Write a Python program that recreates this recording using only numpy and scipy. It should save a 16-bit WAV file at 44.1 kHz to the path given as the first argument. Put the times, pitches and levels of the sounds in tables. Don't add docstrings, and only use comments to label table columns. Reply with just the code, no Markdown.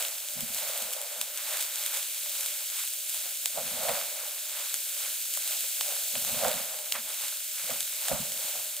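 import sys
import numpy as np
from scipy import signal
from scipy.fft import rfft, irfft
from scipy.io import wavfile
from scipy.ndimage import uniform_filter1d

SR = 44100
rng = np.random.default_rng(int(sys.argv[2]) if len(sys.argv) > 2 else 0)


def natural_amplitude(level_db):
    exponent = np.asarray(level_db, float) / 20
    return 10 ** exponent


def master_out(mix):
    frames = np.transpose(np.atleast_2d(mix))
    ceiling = np.clip(frames, -1, 1)
    pcm = np.round(ceiling * 32767).astype(np.int16)
    wavfile.write(sys.argv[1], SR, pcm)


N = 388080
TIME = np.arange(N) / SR
HZ = np.fft.rfftfreq(N, 1 / SR)

# (peak time [s], length [s], level [dB])
PUFFS = [(0.37, 0.12, -49.5), (0.43, 0.14, -49), (0.55, 0.28, -63), (0.83, 0.16, -58.5), (1.2, 0.18, -68),
         (1.52, .15, -88), (1.86, .25, -84), (3.48, .08, -85), (3.6, 0.2, -59), (3.69, 0.31, -53),
         (3.8, 0.25, -61), (3.9, 0.16, -51.5), (4.0, .12, -70), (4.75, .08, -81), (5.06, .06, -94),
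         (5.56, 0.18, -82), (5.81, .1, -84), (5.91, .22, -86), (6.17, 0.12, -58), (6.23, .15, -57),
         (6.32, 0.35, -49), (6.44, 0.17, -44.5), (6.56, 0.25, -64), (6.79, .15, -76), (6.98, 0.24, -64),
         (7.22, 0.24, -78), (7.64, 0.13, -65), (7.72, 0.16, -53.5), (8.125, 0.092, -37), (8.2, 0.32, -51),
         (8.58, 0.15, -64)]
# (frequency [Hz], level [dB per Hz])
AIR_COLOUR = [(12, -46), (20, -14), (65, -4), (103, -7.5), (145, 3.5), (199, 0), (238, 6.5), (259, 1),
              (313, -33), (340, -47), (440, -53), (750, -120)]
AIR_SIDES_DB = [
    [-2.5],
    [2.5],
]
# (frequency [Hz], level [dB per Hz])
IDLE_COLOUR = [(71, -78), (120, -65), (234, -8), (339, -30), (423, -40), (485, -5), (591, 3.5),
               (747, -33.5), (825, 3), (1030, -3.5), (1510, 1), (1910, -5.5), (2300, 5.5), (2990, -26.5),
               (5060, -120)]
# (time [s], peak level [dB], pitch [Hz])
BUMPS = [(0.066, -29, 613), (0.242, -39, 605), (0.885, -29, 614), (0.963, -24, 625), (1.275, -32, 600),
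         (1.971, -35, 610), (2.39, -37, 610), (3.247, -38, 630), (3.456, -46, 600), (3.573, -13, 670),
         (3.586, -21, 597), (3.826, -23, 590), (3.868, -18, 664), (3.884, -15, 736), (3.891, -15.5, 647),
         (3.901, -27, 625), (4.314, -40, 604), (5.37, -34, 650), (5.64, -34, 604), (5.885, -27, 625),
         (5.918, -25.5, 626), (6.151, -25, 650), (6.281, -30, 626), (6.411, -21, 680), (6.422, -15, 630),
         (6.433, -16, 660), (6.439, -16, 668), (6.448, -11, 724), (6.457, -16, 588), (6.481, -20, 640),
         (6.49, -20, 695), (6.512, -21, 600), (6.524, -28, 653), (6.951, -33, 700), (6.962, -29, 650),
         (7.639, -33, 666), (7.694, -21, 614), (7.713, -29, 674), (8.1125, -8.5, 710), (8.1205, -12, 608),
         (8.136, -22, 670), (8.319, -32, 605), (8.387, -33, 600)]
# (time of full pressure [s], length [s], rub on steel [dB], wet squelch [dB], freed steam [dB])
SWEEPS = [(0.006, 0.49, -39.5, -38, -31.5), (0.682, 0.64, -42, -38, -38), (0.796, 0.79, -41, -49, -38),
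          (0.583, 0.18, -47, -46, -34), (1.54, 0.33, -42, -31, -41), (1.81, 0.98, -54.5, -42, -35.5),
          (1.967, 0.18, -44.5, -35.5, -32), (2.42, 0.73, -53, -45.5, -36), (2.793, 0.29, -74, -42, -34),
          (3.17, 0.35, -59, -51, -36), (3.86, 0.55, -32, -40, -37), (3.962, 0.3, -36, -34, -37),
          (4.22, 0.84, -47.5, -45.5, -46), (4.598, 0.36, -51, -37, -52), (5.038, 0.35, -49, -42.5, -39),
          (5.521, 0.38, -47, -46, -33.5), (5.91, 0.29, -39, -47, -41), (6.38, 0.97, -39, -55, -46),
          (6.497, 0.57, -38, -34.5, -65), (6.737, 0.72, -44, -70, -47), (7.237, 0.31, -58, -40.5, -35),
          (8.065, 0.3, -48, -37, -36), (8.203, 0.5, -42, -54, -46), (8.473, 0.89, -47, -48, -34.5)]
# (time of full pressure [s], length [s], rub [dB], squelch [dB])
DIGS = [(0.39, 0.21, -46.5, -48), (0.48, .15, -66, -48), (0.985, 0.41, -43.5, -45),
        (1.146, 0.49, -46.5, -43), (1.386, 0.11, -50, -36), (1.608, .1, -43, -49), (2.72, 0.062, -55, -61),
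        (3.057, 0.11, -55, -72), (3.265, 0.16, -47.5, -55), (3.458, 0.038, -43, -54),
        (3.58, 0.13, -31.5, -47), (3.675, 0.3, -48, -42), (3.89, 0.081, -25, -28), (5.362, 0.048, -57, -55),
        (5.81, 0.049, -44, -55), (6.16, 0.066, -35.5, -45), (6.283, 0.056, -38, -36),
        (6.443, 0.3, -27.5, -40), (6.957, 0.067, -40, -25.5), (7.087, 0.44, -50.5, -46),
        (7.593, 0.17, -54, -41), (7.701, 0.15, -36, -35), (8.116, 0.12, -26.5, -47), (8.56, 0.19, -42, -65)]
# (frequency [Hz], level [dB per Hz])
HOLLOW_COLOUR = [(220, -63), (380, -37.5), (456, -22), (489, -6.5), (542, -6), (591, -3.5), (1080, -19),
                 (1380, -15), (1730, -29), (2000, -22.5), (2500, -30), (3250, -43), (5500, -120)]
# (start [s], end [s], level change [dB], rises ignored)
LIFTS = [
    (2.08, 2.236, -1.5),
    (2.858, 3.095, -2.5),
    (3.326, 3.43, -4),
    (4.85, 4.98, 3.5),
    (5.2, 5.332, -2),
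    (5.66, 5.806, -0.5),
    (6.07, 6.14, -3),
    (7.4, 7.538, -0.5),
]
# (time [s], peak level [dB], pitch [Hz], decay by 60 dB [s])
SMACKS = [(0.5613, -27, 1500, .01), (0.586, -34, 1500, .01), (0.918, -30, 1500, .01),
          (1.213, -24, 1200, 0.012), (1.862, -31, 1700, .01), (2.26, -32, 1600, .01),
          (2.448, -37, 1600, .012), (2.799, -34, 1600, .012), (2.838, -28, 1500, .012),
          (3.144, -32, 1100, 0.0082), (3.24, -33, 1200, 0.0089), (3.885, -22, 1700, .012),
          (3.893, -18, 1100, 0.03), (3.952, -22, 1310, 0.009), (4.013, -26, 1400, 0.0093),
          (4.38, -33, 1500, .01), (5.255, -38, 1500, .01), (5.3735, -28, 1300, 0.023),
          (5.64, -30, 1200, .012), (5.81, -20, 1600, 0.012), (5.9647, -30, 1500, .012),
          (6.153, -34, 1000, 0.013), (6.248, -26, 1500, 0.011), (6.448, -15, 1040, 0.022),
          (6.951, -20, 1880, 0.05), (7.105, -29, 1500, .01), (7.2366, -24, 1600, .012),
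          (7.325, -33, 1500, .01), (7.806, -31, 1700, 0.011), (7.876, -33, 1530, 0.012),
          (7.927, -26, 2300, 0.013), (8.083, -20, 1090, 0.016), (8.119, -29, 1300, 0.04),
          (8.415, -33, 1500, .01)]
# (time [s], peak level [dB], bubble pitch [Hz], weight of the dull part [share])
POPS = [(0.0238, -11, 7880, 0.8), (0.406, -9, 9400, 0.33), (0.5455, -11, 9000, 0.6),
        (0.7752, -12, 9320, 0.8), (0.822, -11, 7790, 0.66), (0.9333, -9.5, 8300, 0.62),
        (1.2125, -4.5, 7440, 0.62), (1.6087, -9.5, 9350, 0.66), (1.7564, -9.5, 7600, 0.58),
        (1.8612, -7, 8100, 0.47), (2.0273, -14, 7070, 0.89), (2.4076, -11, 7070, 0.46),
        (2.4598, -10, 8970, 0.98), (2.8746, -12, 9440, 0.42), (3.0944, -9, 9170, 0.35),
        (3.1433, -14, 8410, 0.95), (3.457, -3, 6500, 0.8), (4.7407, -6.5, 8100, 1),
        (5.3371, -6.5, 8500, 0.3), (5.3722, -8, 9430, 0.65), (5.606, -14, 8720, 0.8),
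        (5.8087, -8.5, 5170, 0.96), (6.153, -15, 2600, 0.66), (6.2477, -9, 8950, 0.84),
        (6.481, -8, 8500, 0.4), (6.9215, -4, 4800, 0.76), (7.0888, -16, 8010, 0.8),
        (7.2809, -13, 7420, 0.73), (7.8049, -7, 7500, 0.71), (8.0826, -8, 7640, 0.9)]
# (time [s], peak level [dB], bubble pitch [Hz])
TICKS = [(0.049, -18.5, 3490), (0.082, -17, 7460), (0.1814, -19, 7960), (0.285, -20, 5900),
         (0.295, -24, 9300), (0.3348, -20, 9200), (0.3606, -28, 9200), (0.4817, -22, 9300),
         (0.5844, -21, 3690), (0.6816, -22, 9300), (0.761, -25, 3050), (0.9056, -21, 9380),
         (0.928, -17, 9300), (1.0143, -16, 9100), (1.3733, -15, 7470), (1.5698, -15, 7630),
         (1.6239, -15, 8200), (1.8363, -16, 7470), (1.9394, -15, 8400), (2.1447, -20, 7500),
         (2.2445, -23, 9300), (2.6996, -18, 7320), (2.7683, -22, 8000), (2.793, -24, 8200),
         (2.883, -20, 9070), (2.935, -16, 9300), (3.1385, -18, 9300), (3.884, -27, 3500),
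         (4.012, -21, 7600), (4.277, -20, 8720), (4.4945, -20, 6160), (5.35, -16, 7930),
         (5.4754, -15, 7870), (5.531, -16, 8450), (6.8581, -20, 9000), (7.1204, -22, 7900),
         (7.8277, -19, 5700), (8.3192, -16, 8000), (8.7654, -16, 9100)]
# (frequency [Hz], width [Hz], level [dB])
WALL = [(3370, 800, -6), (7600, 1400, -12), (14000, 2500, -7)]
# (time [s], fizz level [dB])
SIMMER = [(0.0, -42), (0.3, -36), (0.9, -37.5), (1.3, -37.5), (1.62, -32.5), (1.7, -38), (2.2, -34.5),
          (3.3, -34.5), (3.7, -34), (4.3, -36), (4.9, -33), (5.4, -33), (5.85, -31.5), (6.4, -31),
          (6.8, -36.5), (7.4, -35), (7.67, -33), (8.8, -36.5)]
# (frequency [Hz], level [dB per Hz])
STEAM_COLOUR = [(880, -47), (1500, -3), (1910, -10), (2250, -1.5), (3670, 1.5), (5350, -4.5), (7570, -1),
                (9820, -3.5), (13200, -4), (15000, -2.5)]
# (frequency [Hz], left-right likeness [0-1])
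SAME = [(60, 0.11), (130, -0.0), (290, 0.35), (640, 0.89), (1410, 0.19), (3100, 1), (6820, 0.0019),
        (15000, 0.72)]
# (frequency [Hz], phase [rad])
LEAD = [(0, 1), (260, 1.5), (520, 0.67), (950, 0), (4050, 0.47), (5860, 1.6), (7670, -0.5), (9990, 1.33),
        (15200, 0.92), (16600, 8)]
# (frequency [Hz], left minus right [dB])
TILT = [(60, -4.0), (110, -8), (200, -12.5), (380, 8.5), (700, -10), (1290, -4.5), (2380, -2), (4400, -5.5),
        (8120, 2), (15000, -1.5)]

SWEEP_RISE, DIG_RISE, PUFF_RISE, SPRAY_RISE = 0.48, 0.28, 0.29, 0.18
REST_RUB_DB, REST_SQUELCH_DB, STILL_AIR_DB = -77, -61, -102


def evened(x):
    return x / np.sqrt(np.mean(x ** 2) + 1e-20)


def read(points, hz):
    f, value = np.transpose(points)
    return np.interp(np.log(hz + 1), np.log(f + 1), value)


def coloured(x, points):
    hz = np.minimum(np.fft.rfftfreq(8192, 1 / SR), 14600)
    log_gain = np.log(natural_amplitude(np.maximum(read(points, hz), -100)))
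    mirrored = np.r_[log_gain, log_gain[-2:0:-1]]
    phase = -np.imag(signal.hilbert(mirrored))[:len(log_gain)]
    response = irfft(np.exp(log_gain + 1j * phase))[None, :4096]
    return signal.oaconvolve(x, response, axes=1)[:, :N]


def band(x, lo_hz, hi_hz):
    return signal.sosfilt(signal.butter(2, [lo_hz, hi_hz], "band", fs=SR, output="sos"), x)


def above(x, edge_hz):
    return irfft(rfft(x) / (1 + (edge_hz / (HZ + 1)) ** 14), N)


def split(x, edge_hz):
    thick_share = 1 / (1 + (HZ / edge_hz) ** 6)
    z = rfft(x)
    return irfft(z * (1 - thick_share), N), irfft(z * thick_share, N)


def bursts(per_s, spread_db):
    size = natural_amplitude(spread_db * np.minimum(rng.exponential(1, (2, N)), 4.6))
    size = size * rng.standard_normal((2, N))
    return evened(size * (rng.random((2, N)) < per_s / SR))


def flutter(fast_hz, db):
    slow = irfft(rfft(rng.standard_normal(N)) / (1 + (HZ / fast_hz) ** 2), N)
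    return natural_amplitude(db * evened(slow))


def swells(rows, rise):
    s, length, db = np.transpose(rows)[:, :, None]
    t = np.arange(0, N / SR + .004, .002)
    late = (t - s) / length
    fall_db = 20 * np.maximum(late / (1 - rise), -late / rise)
    power = (natural_amplitude(db - fall_db) ** 2).sum(0)
    return np.interp(TIME, t, power)


def blade():
    sweeps, digs = np.array(SWEEPS), np.array(DIGS)
    levels = []
    for column, rest_db in ((2, REST_RUB_DB), (3, REST_SQUELCH_DB)):
        power = swells(sweeps[:, [0, 1, column]], SWEEP_RISE)
        power = power + swells(digs[:, [0, 1, column]], DIG_RISE)
        levels.append(10 * np.log10(power + natural_amplitude(rest_db) ** 2))
    return levels


def air():
    lumps = np.array([flutter(20, 5.6) for _ in "LR"])
    gust = evened(coloured(rng.standard_normal((2, N)) * lumps, AIR_COLOUR))
    db = 10 * np.log10(swells(PUFFS, PUFF_RISE) + natural_amplitude(STILL_AIR_DB) ** 2)
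    db = db + 0.39 * np.minimum(db + 99, 0)
    return natural_amplitude(db + 5.5 + np.array(AIR_SIDES_DB)) * gust


def idle_pan():
    ring_hz, ring_width_hz, ring_db, murmur_db = 597, 15, -60.5, -52
    rub_db, squelch_db = blade()
    murmur = evened(coloured(rng.standard_normal((2, N)) * flutter(20, 2.1), IDLE_COLOUR))
    murmur = murmur * natural_amplitude(murmur_db + 0.53 * np.clip(squelch_db + 44, -15, 5))
    r = np.exp(-np.pi * ring_width_hz / SR)
    resonator = [1, -2 * r * np.cos(2 * np.pi * ring_hz / SR), r * r]
    ring = signal.lfilter([1], resonator, rng.standard_normal(N)[None].repeat(2, 0))
    return murmur + natural_amplitude(ring_db + 0.22 * (rub_db + 46.5)) * evened(above(ring, 430))


def bumps():
    out, t = np.zeros(N), np.arange(3000) / SR
    for s, db, hz in BUMPS:
        swell = (1 - np.exp(-t / 0.0044)) ** 2 * natural_amplitude(db - 3.5 - 60 * t / 0.033)
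        hum = np.sin(2 * np.pi * hz * t) + 1.4 * np.sin(2 * np.pi * 0.914 * hz * t)
        out[round(s * SR):][:3000] += swell * hum
    return out * [[1.15], [.2]]


def spatula():
    rub_db, squelch_db = blade()
    slips = evened(coloured(bursts(8000, 1.9) * flutter(48, 0.89), HOLLOW_COLOUR))
    squelch = evened(band(bursts(5000, 1.9) * flutter(27, 0.26), 1060, 2500))
    return natural_amplitude(rub_db - 5.5) * slips + natural_amplitude(squelch_db - 10) * squelch


def lifted(x):
    low_hz, high_hz, edge_s = 760, 2000, .008
    db = np.zeros(N)
    for start, end, dip_db in LIFTS:
        db += dip_db * np.clip(np.minimum(TIME - start, end - TIME) / edge_s, 0, 1)
    middle = irfft(rfft(x) / (1 + (low_hz / (HZ + 1)) ** 8) / (1 + (HZ / high_hz) ** 8), N)
    return x + (natural_amplitude(np.minimum(db, 0)) - 1) * middle


def smacks():
    rise_s = 0.0004
    out, t = np.zeros((2, N)), np.arange(1500) / SR
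    for s, db, hz, t60 in SMACKS:
        tear = band(rng.standard_normal(1500), hz / 1.74, hz * 1.7)
        tear = tear * natural_amplitude(-60 * t / t60) * (1 - np.exp(-t / rise_s))
        at = round(s * SR)
        out[:, at:at + 1500] += natural_amplitude(db - 7.5) * tear / abs(tear).max()
    return out


def pops():
    tick_db, tick_dull = 4.5, 0.59
    rattle = 0.36
    crisp = 0.55
    out, t = np.zeros((2, N)), np.arange(300) / SR
    ticks = [(s, db + tick_db, hz, tick_dull) for s, db, hz in TICKS]
    for s, db, hz, dull in list(POPS) + ticks:
        echoes = rattle * rng.standard_normal((2, 300)) * natural_amplitude(-60 * t / 0.0045) * (1 - np.exp(-t / 0.00097))
        echoes[:, 0] = [1, .4]
        cycle = np.sin(2 * np.pi * hz * t[:60]) * np.exp(-2.2 * hz * t[:60])
        pop = signal.lfilter(cycle, 1, echoes)
        low = signal.lfilter([.45], [1, -.55], pop)
        at = round((s + 0.0015) * SR)
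        out[:, at:at + 300] -= natural_amplitude(db + 5) * (pop - (1 - dull) * low)
    wall = np.r_[-crisp, 1, np.zeros(298)]
    for hz, width, db in WALL:
        wall += natural_amplitude(db) * 0.24 * np.sin(2 * np.pi * hz * t) * np.exp(-np.pi * width * t)
    out = signal.lfilter(wall, 1, out)
    return signal.lfilter([1, -1], [1, -.72], out)


def steam():
    lingers = 1.46
    spray_db, spray_s = -27.5, 0.069
    s, db = np.transpose(SIMMER)
    simmer = natural_amplitude(np.interp(TIME, s, db)) ** 2
    freed = swells([(s, lingers * length, db) for s, length, _, _, db in SWEEPS], SWEEP_RISE)
    spray = swells([(s, spray_s, db + spray_db) for s, db, _, _ in POPS], SPRAY_RISE)
    return 10 * np.log10(simmer + freed + spray)


def sizzle():
    wet_db = blade()[1] + 45
    thick_db = -10 + 0.12 * wet_db
    hiss = 0.83 * rng.standard_normal((2, N))
    fizz = 0.48 * bursts(3000, 2.3) * flutter(36, 0.3)
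    crackle = 0.2 * bursts(160, 1.1) * natural_amplitude(0.65 * np.clip(wet_db, -12, 8))
    drive = (hiss + fizz + crackle) * flutter(36, 0.18)
    thin, thick = split(coloured(drive, STEAM_COLOUR), 5500)
    return natural_amplitude(steam() + 2) * (evened(thin) + natural_amplitude(thick_db - 1.27) * evened(thick))


def ports(pair):
    same = np.clip(read(SAME, np.maximum(HZ, 640)), 0, 1) ** 0.26
    left, own = rfft(pair)
    right = same * np.exp(-1j * read(LEAD, HZ)) * left + np.sqrt(1 - same ** 2) * own
    half_tilt = natural_amplitude(read(TILT, HZ) / 2)
    return irfft([left * half_tilt, right / half_tilt], N)


def scene():
    worked = lifted(idle_pan() + spatula() + sizzle())
    sharp = above(smacks() + pops(), 430)
    pan = worked + sharp + bumps()
    return air() + above(ports(pan), 182)


def roll_off(x):
    return signal.sosfilt(signal.butter(12, 16300, fs=SR, output="sos"), x)


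def record(dry):
    turn = np.array([[1, 1], [1, -0.92]]) / np.sqrt(2)
    hz, _, z = signal.stft(turn @ dry, SR, "cosine", nperseg=2048, noverlap=1024)
    power = abs(z) ** 2 + 1e-20
    around = uniform_filter1d(power, size=25, axis=1)
    evenness = 0.75 * np.clip(hz / 900 - .7, 0, 1)[:, None]
    flat = z * (around / power + 1e-9) ** (evenness / 2)
    flat *= np.sqrt(around / uniform_filter1d(abs(flat) ** 2 + 1e-20, size=25, axis=1))
    x = turn @ signal.istft(flat, SR, "cosine", nperseg=2048, noverlap=1024)[1][:, :N]
    x = dry + above(x - dry, 600)
    edge = signal.firwin(1023, 15720, window=("kaiser", 6), fs=SR)
    mix = signal.oaconvolve(x, edge[None], "same", axes=1)
    return roll_off(mix)


dry = scene()
out = record(dry)
master_out(out)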